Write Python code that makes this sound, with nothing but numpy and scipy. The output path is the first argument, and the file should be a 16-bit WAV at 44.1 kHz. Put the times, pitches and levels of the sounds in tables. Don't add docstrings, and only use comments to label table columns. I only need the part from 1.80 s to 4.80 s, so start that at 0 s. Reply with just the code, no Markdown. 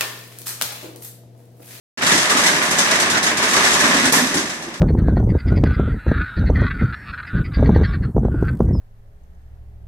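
import sys
import numpy as np
from scipy import signal
from scipy.fft import rfft, irfft, next_fast_len
from scipy.io import wavfile

SR = 44100
rng = np.random.default_rng(int(sys.argv[2]) if len(sys.argv) > 2 else 0)


def bounce(signal):
    frames = np.transpose(np.atleast_2d(signal))
    limited = np.clip(frames, -1, 1)
    pcm = np.round(limited * 32767).astype(np.int16)
    wavfile.write(sys.argv[1], SR, pcm)


N = 132300

# start in seconds, then clink level, its treble boost, clang and thud levels in dB.
SLAT_IMPACTS = [(0.177, -34.5, -7, -27, -38.5), (0.224, -36, 5, -23, -24), (0.266, -20, 1, -27, -32),
                (0.317, -17.5, -4, -19, -21.5), (0.4971, -18, 0, -16.5, -28.5),
                (0.57, -21.5, 1, -19.5, -30), (0.637, -21, 3, -23, -44), (0.663, -16, -4, -16, -39),
                (0.823, -26, 7, -21.5, -41), (0.91, -21, 4, -36, -39), (0.9854, -14.5, -1.5, -18, -33),
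                (1.112, -19.5, -4, -17, -33), (1.2, -18.5, -1.5, -32, -46), (1.225, -24.5, -17, -18, -37),
                (1.2997, -18.5, -2, -35, -26), (1.345, -24.5, -9, -18.5, -27), (1.372, -22.5, -5, -22, -33),
                (1.4294, -18, 0.5, -32, -43), (1.465, -20, -4, -16, -29), (1.5706, -20.5, -1.5, -21.5, -41),
                (1.628, -20.5, -5.5, -19, -48), (1.687, -25, -1, -25, -49), (1.734, -19, 1, -20.5, -30),
                (1.764, -18, -8, -15.5, -32), (1.84, -20, -4, -28, -38), (1.9321, -20, -1, -32, -23),
                (2.0006, -20.5, 1, -20.5, -30), (2.04, -23.5, -7, -17, -28), (2.14, -21, -2, -24, -30),
                (2.255, -20, -1, -17.5, -19.5), (2.362, -20.5, -3, -19, -29), (2.543, -22, 1.5, -23, -22),
                (2.571, -21, -5, -21.5, -34), (2.695, -29.5, -5, -27, -35), (2.823, -35, -4, -39, -56),
                (2.94, -36, -6, -43, -47.0)]
# time in seconds, rattle level in dB, scrape level in dB.
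SHAKE_LEVELS = [(.17, -39, -44), (.21, -21.5, -26), (.25, -19.5, -20), (.34, -19.5, -19.5), (.42, -21, -22),
                (.69, -22, -21.5), (.76, -22, -23.5), (.9, -23, -26.5), (1.1, -20.5, -21.5),
                (1.4, -23, -34), (1.56, -23.5, -29), (1.74, -20.5, -24.5), (1.85, -20, -18.5),
                (2.08, -21, -22), (2.3, -19, -22), (2.48, -25.5, -26.5), (2.62, -31, -31),
                (2.8, -35.5, -38.5), (3, -37.5, -45)]
# frequency in Hz, spectral level in dB.
EDGE_SPECTRUM = [(700, -20), (2000, -7), (2850, -3.5), (3700, 1.5), (4500, -2.5), (6200, 2.5), (6900, -2),
                 (7600, 0), (8600, -4), (11000, -8.5), (12200, -16.5), (14500, -21)]
SLAT_SPECTRUM = [(200, -38), (380, -4.5), (480, -8.5), (640, -1), (760, -6.5), (1130, 0.5), (1350, -2),
                 (1720, 3.5), (2000, 1), (2400, -3), (3000, -6.5), (6000, -19), (14000, -52)]
CURTAIN_SPECTRUM = [(25, -40), (50, -19), (100, -9), (130, -5.5), (170, 0), (255, -0.5), (390, -2),
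                    (480, -11), (900, -10), (3000, -44)]
EDGE_T60, SLAT_T60, CURTAIN_T60 = 0.23, 0.29, 0.24
TIME = np.arange(N) / SR


def amp(db):
    return 10 ** (np.asarray(db) / 20)


def unit(x):
    return x / np.sqrt(np.mean(x ** 2) + 1e-20)


def decay(t, t60):
    return np.exp(-np.log(1000) * t / t60)


def along(points, hz):
    freqs, values = np.transpose(points)
    return np.interp(np.log(hz + 1), np.log(freqs + 1), values)


def curves(rows):
    times, *columns = np.transpose(rows)
    return [np.interp(TIME, times, column) for column in columns]


def add(out, start_s, sound):
    span = out[:, round(start_s * SR):][:, :sound.shape[1]]
    span += sound[:, :span.shape[1]]


def filtered(x, response):
    size = x.shape[-1]
    padded = next_fast_len(size + 4096)
    hz = np.fft.rfftfreq(padded, 1 / SR)
    return irfft(rfft(x, padded) * response(hz), padded)[..., :size]


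def diffuse(colour, size):
    # frequency in Hz, side over mid in dB.
    width = [(60, -14.5), (280, -17.5), (700, -8.5), (1170, -1.5), (2740, 3), (4190, 1.5), (7000, 0)]
    def response(hz):
        side = amp(along(width, hz))
        return colour(hz) * np.array([np.ones_like(side), side]) / np.hypot(1, side)
    mid, side = filtered(rng.standard_normal((2, size)), response)
    return unit(np.array([mid + side, mid - side]))


def resonance(hz, centre_hz, q):
    return 1 / (1 + (2 * q * (hz / centre_hz - 1)) ** 2)


def ring(spectrum, t60, bright_db=0, ping_db=0):
    # frequency in Hz, share of the treble boost.
    treble_share = [(5000, 0.07), (10000, 1)]
    ping_hz = 7080 * np.exp(0.16 * rng.standard_normal())
    def colour(hz):
        ping = ping_db * resonance(hz, ping_hz, q=11)
        return amp(along(spectrum, hz) + bright_db * along(treble_share, hz) + ping)
    t = np.arange(SR * 2 // 5) / SR
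    crack = amp(3.5) * np.exp(-t / 0.0013)
    lingering = amp(-11) * decay(t, t60=0.68)
    sound = diffuse(colour, len(t)) * (crack + decay(t, t60) + lingering)
    return sound / np.sqrt(np.sum(sound ** 2) / 2)


def street():
    # frequency in Hz, spectral level in dB.
    spectrum = [(25, -26), (70, -10), (300, 0), (14000, -46)]
    return amp(-52) * diffuse(lambda hz: amp(along(spectrum, hz)), N)


def chatter(level_db, spectrum, t60, taps_per_s, scatter_db, spots, bright_db=0):
    out = np.zeros((2, N))
    for _ in range(spots):
        moment, strength, side = rng.random((3, SR // 100))
        onsets = ((np.arange(len(moment)) + moment) * spots / taps_per_s * SR).astype(int)
        impulses = amp(scatter_db * (2 * strength - 1)) * np.sign(side - .5)
        force = unit(np.bincount(onsets, impulses, N)[:N]) * amp(level_db)
        out += signal.fftconvolve(force[None], ring(spectrum, t60, bright_db), axes=1)[:, :N]
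    return out / np.sqrt(spots)


def rail_scrape():
    _, scrape_db = curves(SHAKE_LEVELS)
    lull_s, lull_db = 0.012, 0.5
    lulls = [np.exp(-((TIME - start + lull_s / 2) / lull_s) ** 2) for start, *_ in SLAT_IMPACTS]
    level_db = scrape_db + 0.5 - lull_db * np.max(lulls, axis=0)
    return chatter(level_db, EDGE_SPECTRUM, EDGE_T60, taps_per_s=240, scatter_db=8, spots=6, bright_db=-2.5)


def joint_rattle():
    rattle_db, _ = curves(SHAKE_LEVELS)
    return chatter(rattle_db + 2.5, SLAT_SPECTRUM, SLAT_T60, taps_per_s=220, scatter_db=5.5, spots=6)


def curtain_drum():
    # time in seconds, drumming level in dB.
    drum_levels = [(.18, -36), (.34, -23.5), (.43, -30), (.55, -26.5), (1.6, -26.5), (2.3, -25.5),
                   (2.5, -30), (2.6, -28), (2.7, -36.5), (2.88, -31.5), (3, -48)]
    level_db, = curves(drum_levels)
    drum = chatter(level_db - 1.5, CURTAIN_SPECTRUM, CURTAIN_T60, taps_per_s=260, scatter_db=3.5, spots=8)
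    mode_hz, half_width_hz = 55.7, 3
    rumble = diffuse(lambda hz: 1 / (1 + ((hz - mode_hz) / half_width_hz) ** 2), N)
    return drum + amp(level_db - 27.5) * rumble


def strike(sound, falloff=1.4, contacts=7, run_s=0.014):
    fractions = (np.arange(contacts) + rng.uniform(0, 1, contacts)) / contacts
    fractions[0] = 0
    strengths = np.exp(-falloff * fractions) * rng.choice([-1, 1], contacts)
    out = np.zeros((2, SR))
    for fraction, strength in zip(fractions, strengths / np.linalg.norm(strengths)):
        add(out, fraction * run_s, strength * sound)
    return out


def slat_clashes():
    out = np.zeros((2, N))
    for start, clink_db, bright_db, clang_db, thud_db in SLAT_IMPACTS:
        add(out, start, amp(clink_db + 32) * strike(ring(EDGE_SPECTRUM, EDGE_T60, bright_db, ping_db=3.5)))
        add(out, start, amp(clang_db + 29.5) * strike(ring(SLAT_SPECTRUM, SLAT_T60)))
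        add(out, start, amp(thud_db + 28.5) * ring(CURTAIN_SPECTRUM, CURTAIN_T60))
    return out


def mode_clusters(blows, q, rise_s=0.0038):
    out = np.zeros((2, N))
    t = np.arange(SR // 2) / SR
    envelope = (1 - np.exp(-t / rise_s)) * decay(t, t60=0.25)
    for start, level_db, pitch_hz in blows:
        modes = diffuse(lambda hz: resonance(hz, pitch_hz, q), len(t))
        add(out, start, amp(level_db) * unit(envelope * modes))
    return out


def curtain_thumps():
    # start in seconds, level in dB, pitch in Hz.
    thumps = [(.322, -36, 287), (.55, -42.5, 260), (1.752, -36.5, 405), (2.036, -35.5, 259),
              (2.092, -37.5, 256), (2.146, -33.5, 256), (2.218, -33.5, 252), (2.26, -35, 248),
              (2.362, -34, 256), (2.408, -32.5, 254), (2.452, -37, 252), (2.542, -35, 308),
              (2.868, -45.5, 347)]
    return mode_clusters(thumps, q=5.5)


def slat_twangs():
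    # start in seconds, level in dB, pitch in Hz.
    twangs = [(.5, -35, 1170), (.558, -33, 1210), (.645, -31.5, 2030), (.688, -33, 1600),
              (1.33, -33.5, 1410), (1.732, -34, 1120), (1.865, -32, 1740), (1.952, -34.5, 1105),
              (2.005, -34, 1710), (2.036, -34.5, 1110), (2.138, -40, 1110), (2.254, -37, 1750),
              (2.38, -36.5, 1790)]
    return mode_clusters(twangs, q=8.4)


def end_knock():
    # frequency in Hz, spectral level in dB.
    spectrum = [(120, -19), (230, 6), (500, 0.5), (1000, 1), (1800, -5), (3200, -7.5), (6000, 1.5),
                (9500, -4), (14500, -11.5)]
    out = np.zeros((2, N))
    add(out, start_s=2.324, sound=amp(19.5) * strike(ring(spectrum, t60=0.4), falloff=4.2))
    return out


def scene():
    # centre time in seconds, depth in dB.
    dips = [(.486, 2.5), (1.417, 3), (1.555, 3.5), (2.211, 1), (2.315, 7.5)]
    half_dip_s = 0.017
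    dip_db = sum(depth * np.exp(-((TIME - centre) / half_dip_s) ** 2) for centre, depth in dips)
    din = rail_scrape() + joint_rattle() + curtain_drum() + slat_clashes()
    return din * amp(-dip_db) + end_knock() + curtain_thumps() + slat_twangs() + street()


def record(dry):
    # frequency in Hz, left over right in dB.
    balance = [(100, -3), (1200, -2), (1800, -3.5), (2740, .5), (4190, 3.5), (6400, 3), (9800, -4.5),
               (15000, -8)]
    onset_s, low_cut_hz, top_hz = 0.174, 53, 14750
    def response(hz):
        high_pass = hz ** 2 / np.hypot(hz ** 2, low_cut_hz ** 2)
        return amp(along(balance, hz) * np.array([[.5], [-.5]])) * high_pass
    gated = np.clip(filtered(dry, response), -1, 1) * (TIME >= onset_s)
    return filtered(gated, lambda hz: 1 / (1 + (hz / top_hz) ** 120))


dry = scene()
out = record(dry)
bounce(out)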